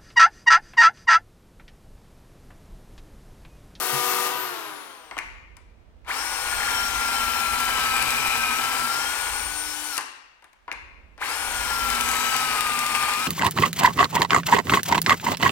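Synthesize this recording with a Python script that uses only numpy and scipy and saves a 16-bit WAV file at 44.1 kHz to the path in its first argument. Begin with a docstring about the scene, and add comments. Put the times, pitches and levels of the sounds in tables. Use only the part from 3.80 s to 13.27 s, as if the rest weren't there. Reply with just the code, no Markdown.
"""A home workshop. An electric hand planer digs into a batten, jolts the bench, runs off the end and
coasts down. A drill bit taps a pocket-hole jig, and draughts start to rumble at the microphone. A trigger
clicks and a cordless drill bores a hole: its gears whine and sag under load while the bit squeaks, rasps,
chatters, cracks off chips and squeals in its steel guide. The spindle lock clacks as the drill brakes.
More taps, another trigger click, and a second hole is under way at the end. The right side is muffled."""
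import sys
import numpy as np
from scipy import signal
from scipy.fft import rfft, irfft
from scipy.io import wavfile

SR = 44100
rng = np.random.default_rng(int(sys.argv[2]) if len(sys.argv) > 2 else 0)


def wav_record(signal):
    """Record a signal, one row per channel, as 16-bit PCM in the file named by sys.argv[1]."""
    frames = np.transpose(np.atleast_2d(signal))
    bounded = np.clip(frames, -1, 1)
    # unit amplitude maps onto the largest positive 16-bit level
    quanta = np.round(bounded * 32767).astype(np.int16)
    wavfile.write(sys.argv[1], SR, quanta)


N = 417610


def from_db(db):
    return 10 ** (np.asarray(db) / 20)


def unit_rms(x):
    return x / np.sqrt(np.mean(x ** 2) + 1e-20)


def clock():
    return np.arange(N) / SR


def gate(on, off, rise_s, fall_s):
    """Fully open between two moments, with exponential skirts."""
    t = clock()
    return np.exp(-np.maximum(on - t, 0) / rise_s - np.maximum(t - off, 0) / fall_s)


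def drift(per_s):
    """A smooth random wobble of rms 1."""
    knots = rng.standard_normal(12000)
    return unit_rms(np.interp(clock() * per_s, np.arange(len(knots)), knots))


def at_hz(points, hz):
    """Reads a curve on a log-frequency axis."""
    f, value = np.transpose(points)
    return np.interp(np.log(np.maximum(hz, 1)), np.log(f), value)


def resonance_db(at, hz, width_hz, db):
    """The lift a tone gets near a resonance."""
    return db / (1 + (2 * (at - hz) / width_hz) ** 2)


def response(spectrum, size=4096):
    """Minimum-phase impulse response of an EQ curve."""
    gain = from_db(at_hz(spectrum, np.fft.rfftfreq(size, 1 / SR)))
    cepstrum = irfft(np.log(gain))
    cepstrum[1:size // 2] *= 2
    cepstrum[size // 2 + 1:] = 0
    return irfft(np.exp(rfft(cepstrum)))


def through(x, impulse):
    return signal.oaconvolve(x, impulse)[:N]


def coloured(x, spectrum):
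    """Shapes white noise with an EQ curve, keeping its power."""
    impulse = response(spectrum)
    return through(x, impulse / np.linalg.norm(impulse))


def ringing(x, modes):
    """Drives decaying modes, keeping the power of white noise."""
    t = np.arange(SR // 2) / SR
    impulse = sum(from_db(db - 60 * t / t60) * np.sin(2 * np.pi * hz * t) for hz, db, t60 in modes)
    return through(x, impulse / np.linalg.norm(impulse))


def high_pass(x, cut_hz):
    return signal.sosfilt(signal.butter(4, cut_hz, "high", fs=SR, output="sos"), x)


def bursts(rows, fade_s, rise_s=0.00083):
    """A short, dying scuff of noise for each start in seconds and level in dB."""
    out, t = np.zeros(N + SR), np.arange(SR // 8) / SR
    shape = np.exp(-t / fade_s) * (1 - np.exp(-t / rise_s)) * (1 + rise_s / fade_s)
    for s, db in rows:
        at = int(s * SR)
        out[at:at + len(t)] += from_db(db) * shape * rng.standard_normal(len(t))
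    return out[:N]


def grains(per_s, spread_db):
    """Tiny fractures at random moments, of very unequal size; rms 1."""
    sizes = from_db(spread_db * np.minimum(rng.exponential(1, N), 4)) * rng.choice([-1, 1], N)
    return unit_rms(sizes * (rng.random(N) < per_s / SR))


def angle(hz):
    return 2 * np.pi * np.cumsum(hz) / SR


def tone(phase, wander=0):
    """A sine of rms 1; uneven turning makes its phase wander, in radians."""
    unevenness = wander * drift(130) if np.any(wander) else 0
    return np.sqrt(2) * np.sin(phase + unevenness + rng.uniform(0, 2 * np.pi))


# The buzz of the knife drum and the motor's note. Each row: multiple of the turning rate, level in dB.
DRUM_HARMONICS = [(1, -14), (2, -10.5), (3, -15.5), (4, -6), (5, -4), (8, -17), (9, -15), (11, -13),
                  (12, -15)]
MOTOR_HARMONICS = [(1, -11.5), (2, -15.5), (3, -29), (4, -12), (5, -15), (10, -29), (12, -24), (24, -28.5)]
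# The housing's roar and the hiss of chips and air. Each row: frequency in Hz, EQ gain in dB.
HOUSING_EQ = [(60, -26), (110, -17.5), (260, -9), (400, -5.5), (600, -9.5), (850, -3), (1250, 0),
              (1800, -6.5), (3000, -7.5), (5000, -15), (15000, -43)]
SPRAY_EQ = [(1500, -26.5), (3500, -2.5), (5500, 0.5), (8000, -1), (10500, 2.5), (13500, 0.5), (16000, -6.5)]
DIG_IN_S, RUN_OFF_S, SWITCH_OFF_S, FADED_S = .126, .465, .615, 1.66


def planer(free_hz=245, cutting_hz=242.2, coast_s=1.42, belt_ratio=1.546, fan_order=36):
    """A belt-driven drum chops the wood and throws chips each turn; motor and fan sing, then coast."""
    t = clock()
    in_wood = gate(0, RUN_OFF_S, rise_s=.01, fall_s=0.032)
    digging = gate(DIG_IN_S, RUN_OFF_S, rise_s=0.021, fall_s=0.022)
    coast = np.exp(-np.maximum(t - SWITCH_OFF_S, 0) / coast_s)
    drum_hz = coast * (free_hz + (cutting_hz - free_hz) * in_wood)
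    drum = angle(drum_hz * (1 + 0.0017 * drift(40.4) + 0.0024 * drift(600)))
    armature, armature_hz = belt_ratio * drum, belt_ratio * drum_hz
    knives = from_db(-36 + 6 * digging) * housing_tones(DRUM_HARMONICS, drum, drum_hz, wander=0.044)
    motor = from_db(-29.5) * housing_tones(MOTOR_HARMONICS, armature, armature_hz, wander=0.068)
    whistle = from_db(-45.5 - 3 * in_wood + 4.6 * drift(12.9)) * tone(fan_order * armature, wander=2.6)
    chop = 1 + 0.23 * digging * np.cos(drum)
    roar = from_db(-33.5 + 2.5 * in_wood) * coloured(chop * rng.standard_normal(N), HOUSING_EQ)
    spray = from_db(-32) * in_wood * chop * grains(20000, spread_db=5)
    air = from_db(-39.5) * coast ** 3.5 * rng.standard_normal(N)   # loudness follows a power of speed
    hiss = coloured(spray + air, SPRAY_EQ)
    fade = np.clip((FADED_S - t) / (FADED_S - RUN_OFF_S), 0, 1)
    return fade * (coast ** 2.57 * (knives + motor + roar) + hiss + coast ** 2 * whistle)


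def housing_tones(harmonics, phase, turning_hz, wander, eq_share=0.63):
    """Falling harmonics swell and fade through the resonances of a housing that radiates little bass."""
    out = 0
    for k, db in harmonics:
        housing_db = at_hz(HOUSING_EQ, k * turning_hz)
        out += from_db(db + eq_share * (housing_db - housing_db[0])) * tone(k * phase, wander * k)
    return high_pass(out, cut_hz=300)


# The bench's low boom. Each row: pitch in Hz, relative level in dB, seconds to fall 60 dB.
BENCH_RING = [(135.4, -2.5, 0.17), (236.8, 3, 0.22), (240, 7, 0.14)]


def bench_jolt():
    """The planer digs in with a soft push, mostly into the bench's lowest mode."""
    push = bursts([(DIG_IN_S, -29.5)], fade_s=0.008)
    return high_pass(ringing(push, BENCH_RING[:1]) + ringing(push, BENCH_RING), cut_hz=90)


# A dull thud, a bright click and the bit's rasp. Each row: frequency in Hz, EQ gain in dB.
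THUD_EQ = [(100, -25), (300, -6.5), (600, -8.5), (950, 2.5), (1350, -1), (1800, -2), (4000, -28),
           (12000, -65)]
CLICK_EQ = [(1500, -29), (3500, 6), (5000, 5), (7000, 2), (10000, 2), (16000, -12)]
RASP_EQ = [(900, -33.5), (1500, -9), (2000, 1), (2400, 3.5), (3000, -4), (3600, -10), (6000, -19.5),
           (15000, -52)]
# The bit's steely ping. Each row: pitch in Hz, relative level in dB, seconds to fall 60 dB.
BIT_RING = [(1940, -14, 0.22), (2100, -6, 0.21), (2105, 1, 0.13), (2170, 10, 0.17), (2410, 3, 0.11),
            (2480, 1, 0.21), (3620, -25, 0.12)]
# Bit taps, trigger clicks (2.247 and 7.378 s) and the spindle lock's clack (around 6.18 s).
# Each row: start in seconds, level in dB, click and ring offsets in dB.
KNOCK_AND_CLICK_CUES = [(1.311, -32.5, -28, 4), (1.367, -28.5, -20, -8), (1.379, -36.5, 3, 10),
                        (1.387, -36.5, 6.5, 12), (1.767, -50, 7.5, -1), (2.247, -57, -3, 3),
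                        (6.168, -40, 19, -3), (6.178, -23, 8, 0), (6.209, -47, 19, -8),
                        (6.623, -48.5, -6, -2), (6.642, -49, 0.5, 0), (6.73, -56.5, 4.5, -3),
                        (6.879, -31.5, -24, -8), (6.915, -35, -4, 10), (6.925, -36, 1.5, -7),
                        (7.378, -42, -8, -2)]


def knocks_and_clicks():
    """The bit taps the jig, the trigger clicks, and the spindle lock clacks as the drill brakes."""
    s, db, click_db, ring_db = np.transpose(KNOCK_AND_CLICK_CUES)
    thud = from_db(-2) * coloured(bursts(zip(s, db), fade_s=0.023), THUD_EQ)
    contact = bursts(zip(s, db + ring_db), fade_s=0.0011)
    ring = from_db(2) * ringing(contact, BIT_RING) + from_db(6.5) * coloured(contact, RASP_EQ)
    crack = bursts(zip(s, db + click_db), fade_s=0.0024)
    click = from_db(-1.5) * coloured(crack, CLICK_EQ) + from_db(-4.5) * coloured(crack, RASP_EQ)
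    return thud + ring + click


# Swells of rumble. Each row: start and end in seconds, relative level in dB.
RUMBLE_CUES = [(1.4, 5.8, -51.5), (2.7, 3.04, -43), (3.0, 4.5, -46.5), (5.58, 5.63, -42.5),
               (6.97, 9.5, -53), (7.72, 8.2, -41.5)]
# Their deep colour. Each row: frequency in Hz, EQ gain in dB.
RUMBLE_EQ = [(15, -8), (30, -9.5), (45, 4), (75, -1.5), (110, -15), (200, -17.5), (600, -23), (3000, -65.5)]


def rumble(left_db=-3.5, right_db=3, still_db=-76, likeness=0.42):
    """Moving air and handling rumble at both microphone ports, stronger on the right."""
    swells = [from_db(db) * gate(on, off, rise_s=0.082, fall_s=0.19) for on, off, db in RUMBLE_CUES]
    level = np.sqrt(from_db(still_db) ** 2 + sum(swell ** 2 for swell in swells))
    shared = np.sqrt(likeness) * rng.standard_normal(N)
    sides = []
    for db in (left_db, right_db):
        air = shared + np.sqrt(1 - likeness) * rng.standard_normal(N)
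        sides.append(level * from_db(db) * coloured(air, RUMBLE_EQ))
    return sides


# The whine sags as the hand pushes, one curve a hole. Each point: time in seconds, gear mesh rate in Hz.
MESH_CURVES = [
    [(2.56, 1464), (2.92, 1390), (3.25, 1384), (3.51, 1354), (3.57, 1364), (3.85, 1351), (4.01, 1306),
     (4.54, 1326), (4.72, 1275), (4.84, 1340), (5.01, 1337), (5.38, 1457), (5.46, 1437), (5.7, 1481),
     (6.08, 1496)],
    [(7.65, 1470), (7.928, 1386), (8.366, 1289), (8.482, 1316), (8.966, 1205), (9.304, 1218), (9.364, 1204),
     (9.394, 1256), (9.44, 1300)],
]
# The two holes. Each row: trigger pulled, bit bites, bit leaves the guide and trigger let go,
# all in seconds, then relative splintering level in dB.
HOLE_CUES = [(2.247, 2.71, 5.4, 6.09, -7), (7.378, 7.783, 9.9, 9.9, -8.5)]
FREE_MESH_HZ, FULL_LOAD_SAG_HZ = 1485, 185


def drill_motion(spin_up_s=.054, soft_start_s=0.038, brake_hz_per_s=2500, brake_s=.09):
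    """Control curves for the drill: the motor spins up, sags under load and is braked."""
    t = clock()
    held_hz = np.interp(t, *np.vstack(MESH_CURVES).T)
    mesh_hz, load, revving, running, in_guide, splintering = np.zeros((6, N))
    for pulled, bites, leaves, let_go, splinter_db in HOLE_CUES:
        now = t >= pulled
        spun = 1 - np.exp(-np.maximum(t - pulled, 0) / spin_up_s)
        steady_hz = np.where(spun < .99, FREE_MESH_HZ, held_hz)
        hz = np.maximum(spun * steady_hz - brake_hz_per_s * np.maximum(t - let_go, 0), 0)
        mesh_hz[now] = hz[now]
        load[now] = np.clip((FREE_MESH_HZ - steady_hz[now]) / FULL_LOAD_SAG_HZ, 0, 1.4)
        revving[now] = np.clip((steady_hz - hz)[now] / FULL_LOAD_SAG_HZ, 0, 1)
        running += gate(pulled + soft_start_s, let_go + brake_s, rise_s=.011, fall_s=0.0082)
        in_guide += gate(pulled, leaves, rise_s=0.0092, fall_s=0.33)
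        splintering += from_db(splinter_db) * gate(bites, leaves, rise_s=0.091, fall_s=.25)
    return mesh_hz, load, revving, running, in_guide, splintering


def drill(meshes_per_turn=68):
    """Load makes the gears louder and shakier and pulses the cut with each flute; gives whine, boring."""
    mesh_hz, load, revving, running, in_guide, splintering = drill_motion()
    effort = np.tanh(1.77 * load)
    shake = (0.00046 + 0.0012 * effort) * drift(70) + 0.0013 * effort * drift(500)
    mesh = angle(mesh_hz * (1 + shake))
    spindle = mesh / meshes_per_turn
    flutes = from_db(load * (0.78 * np.sin(2 * spindle) + 1.6 * drift(45)))
    pace = mesh_hz / FREE_MESH_HZ
    strain = from_db(5 * revving) * pace ** (3 * revving)   # on the gears, speeding up or braking
    whine = strain * gear_whine(mesh, mesh_hz, spindle, load, effort)
    boring = strain * gear_tones(mesh, mesh_hz, load)
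    boring += grind_and_rasp(flutes, effort, in_guide)
    boring += chatter(spindle)
    boring += from_db(-65.5 + 24 * effort) * ringing(rng.standard_normal(N), BENCH_RING)   # bench drone
    boring += drill_hiss(mesh, spindle, pace, effort, splintering * flutes)
    boring += flutes * squeals()
    return running * whine, running * boring


def gear_whine(mesh, mesh_hz, spindle, load, effort):
    """The meshing teeth sing one note, lifted near the body's resonance and throbbing under load."""
    body_db = resonance_db(mesh_hz, hz=1368, width_hz=42, db=2)
    throb_db = 0.78 * drift(50) + 1.54 * effort * np.sin(spindle)
    return from_db(-40 + 9.3 * effort + 1.17 * load + body_db + throb_db) * tone(mesh)


# Gear and motor partials. Each row: multiple of the mesh rate, level in dB running free and at full load.
GEAR_PARTIALS = [(.2, -57.5, -62.5), (1.2, -62, -41.5), (1.999, -55, -56), (2.25, -58, -43),
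                 (3, -54, -48.5), (3.6, -50.5, -48.5), (4, -50, -47.5), (4.5, -55, -50), (5, -55.5, -60.5),
                 (5.999, -54, -50), (7, -59.5, -59.5), (8, -62, -67), (10, -58.5, -50)]
# The gear case's resonances. Each row: centre in Hz, width in Hz, boost in dB.
CASE_PEAKS = [(1672, 110, 8), (3080, 230, 6), (5550, 120, 7), (8830, 830, 10.5), (10680, 890, 14.5),
              (13600, 510, 5.5)]


def gear_tones(mesh, mesh_hz, load, flicker_db=2.5, overload_loss_db=12.5):
    """Partials flicker and swell through the case's resonances; load roughens them, overload sinks them."""
    grid_hz = np.linspace(0, SR / 2, 2048)
    case_db = sum(resonance_db(grid_hz, *peak) for peak in CASE_PEAKS)
    full, overload = np.minimum(load, 1), np.maximum(load - 1, 0)
    out = 0
    for k, free_db, loaded_db in GEAR_PARTIALS:
        level_db = free_db + (loaded_db - free_db) * full + np.interp(k * mesh_hz, grid_hz, case_db)
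        roughness = 0.1 + 0.23 * k * load ** 2
        out += from_db(level_db + flicker_db * drift(7)) * tone(k * mesh, wander=roughness)
    return from_db(1.5 - overload_loss_db * overload) * out


# The drill's midrange grind. Each row: frequency in Hz, EQ gain in dB.
GRIND_EQ = [(70, -21.5), (170, -25.5), (290, -12.5), (450, -8.5), (650, -10.5), (820, 1.5), (1100, -1.5),
            (1650, -2), (2100, -11.5), (4000, -15.5), (12000, -53.5)]


def grind_and_rasp(flutes, effort, in_guide):
    """Two gritty layers grow with the cutting effort and with the shank rubbing in the guide."""
    grind_level = np.hypot(from_db(-41 + 5.6 * effort), in_guide * from_db(-35.5))
    rasp_level = np.hypot(from_db(-44 + 8.1 * effort), in_guide * from_db(-39))
    grind = coloured(flutes * grains(7000, spread_db=3), GRIND_EQ)
    rasp = coloured(flutes * grains(3000, spread_db=3.5), RASP_EQ)
    return grind_level * grind + rasp_level * rasp


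# The drill's airy top end. Each row: frequency in Hz, EQ gain in dB.
HISS_EQ = [(1500, -16.5), (3500, 2), (5000, 0), (6500, 0), (8700, 4), (10500, 0.5), (12500, -1.5),
           (16000, -9)]


def drill_hiss(mesh, spindle, pace, effort, splintering, tearing_db=2.5):
    """Turning parts chop the fan's air; splintering wood swells once each turn of the bit."""
    air = from_db(-4) * pace ** 1.15 * (1 + 0.34 * np.cos(mesh)) * rng.standard_normal(N)
    tearing = from_db(tearing_db * effort * np.cos(spindle) - 1)
    splinters = splintering * tearing * grains(1000, spread_db=3)
    return from_db(-34.5 + 3.03 * effort) * coloured(air + splinters, HISS_EQ)


# Squeaks early in each hole. Each row: centre in seconds, relative level in dB.
SQUEAK_CUES = [(2.308, -29), (2.735, -34.5), (2.805, -32), (2.831, -31), (2.885, -31), (7.428, -31)]


def squeaks(centre_hz=1800, rise_hz_per_s=70000, length_s=0.012):
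    """The bit rubs its guide, steel on steel, in quick upward chirps."""
    out, t = np.zeros(N), np.arange(-(SR // 50), SR // 50) / SR
    chirp = np.exp(-(t / length_s) ** 2) * np.sin(2 * np.pi * (centre_hz + .5 * rise_hz_per_s * t) * t)
    for s, db in SQUEAK_CUES:
        at = int((s + t[0]) * SR)
        out[at:at + len(t)] += from_db(db + 7) * chirp
    return out


# Spells of chatter. Each row: start and end in seconds, level in dB.
CHATTER_CUES = [(3.3, 4.1, -39), (4.22, 4.72, -31), (8.245, 9.5, -38)]
# The chatter's ring. Each row: pitch in Hz, relative level in dB, seconds to fall 60 dB.
CHATTER_RING = [(2267, -14.5, 0.042), (2434, 0, 0.051), (2510, -13, 0.058)]


def chatter(spindle):
    """Deep in the hole each of the two lips catches once a turn and rings the bit."""
    catching = (1 + 0.49 * np.sin(2 * spindle)) * rng.standard_normal(N)
    level = sum(from_db(db) * gate(on, off, rise_s=0.13, fall_s=0.065) for on, off, db in CHATTER_CUES)
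    return level * ringing(catching, CHATTER_RING)


# The largest chips breaking off. Each row: start in seconds, relative level in dB.
CHIP_CUES = [(4.2242, -16), (4.3047, -15.5), (8.1015, -15.5), (8.151, -17.5), (8.2086, -13.5),
             (8.2883, -18), (8.314, -15), (8.3663, -18), (8.564, -15), (8.8071, -12.5), (8.99, -15),
             (9.0637, -15), (9.3357, -20)]


def chips():
    """A chip snaps with a bright crack that also sounds in the batten."""
    snaps = bursts(CHIP_CUES, fade_s=0.0028, rise_s=0.00037)
    return from_db(-4) * coloured(snaps, CLICK_EQ) + from_db(-7) * coloured(snaps, RASP_EQ)


# Thin, high squeals. Each row: start and end in seconds, pitch in Hz, level in dB.
SQUEAL_CUES = [(5.234, 5.52, 8680, -42.5), (8.273, 8.53, 6500, -41.5), (8.6, 9.297, 8720, -43)]


def squeals(ring_s=0.0068):
    """The flutes stick and slip against the guide, driving one high, rough resonance."""
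    out = 0
    for on, off, hz, db in SQUEAL_CUES:
        level = from_db(db) * gate(on, off, rise_s=0.037, fall_s=.07)
        out += level * ringing(grains(2500, spread_db=3.5), [(hz, 0, ring_s)])
    return out


# The room's tail. Each row: frequency in Hz, seconds to fall 60 dB.
ROOM_DECAY = [(100, 0.33), (400, 0.76), (1200, 0.89), (2500, 0.98), (5000, 0.71), (9000, 0.44),
              (16000, 0.1)]


def workshop_reverb(x):
    """Diffuse reflections at one port; the top treble dies first."""
    t, hz = np.arange(SR) / SR, np.fft.rfftfreq(SR, 1 / SR)
    noise, tail = rfft(rng.standard_normal(SR)), 0
    centres, t60s = np.transpose(ROOM_DECAY)
    for share, t60 in zip(np.eye(len(centres)), t60s):
        band = irfft(noise * at_hz(np.c_[centres, share], hz), SR)
        tail += band * from_db(-60 * t / t60)
    onset = 1 - np.exp(-t / 0.0015)
    return through(x, tail * onset / np.sqrt(SR / 20))


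# The lopsided stereo image. Each row: frequency in Hz, left minus right in dB.
STEREO_TILT = [(60, -19), (130, -3.5), (230, -5), (380, 7.5), (700, 7), (1250, 2), (1700, 3), (2400, 6.5),
               (3200, 11.5), (4400, 16), (8000, 26), (15000, 43)]


def microphone_ports(left, right):
    """The right port is muffled: treble arrives on the left, bass leans to the right."""
    hz, balance_db = np.transpose(STEREO_TILT)
    left_db = 20 * np.log10(2 / (1 + from_db(-balance_db)))
    left_eq, right_eq = np.c_[hz, left_db], np.c_[hz, left_db - balance_db]
    return np.array([through(left, response(left_eq)), through(right, response(right_eq))])


# The faint bed of room tone. Each row: frequency in Hz, EQ gain in dB.
ROOM_TONE_EQ = [(40, -2), (200, -9.5), (900, 0), (3000, -10.5), (15000, -31)]


def scene():
    """Tools and knocks sound in the workshop and reach two unequal ports, over room tone and rumble."""
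    whine, boring = drill()
    tools = planer() + boring + squeaks() + chips()
    hits = knocks_and_clicks() + bench_jolt()
    direct = tools + hits + whine
    send = from_db(-4) * tools + from_db(-4.5) * hits + from_db(-11) * whine
    ports = microphone_ports(direct + workshop_reverb(send), direct + workshop_reverb(send))
    room_tone = [from_db(-65.5) * coloured(rng.standard_normal(N), ROOM_TONE_EQ) for side in range(2)]
    return ports + rumble() + room_tone


def record(dry, cutoff_hz=16100):
    """A steep low-pass takes off the very top."""
    return signal.sosfilt(signal.ellip(12, .1, 80, cutoff_hz, fs=SR, output="sos"), dry)


dry = scene()
out = record(dry)
wav_record(out)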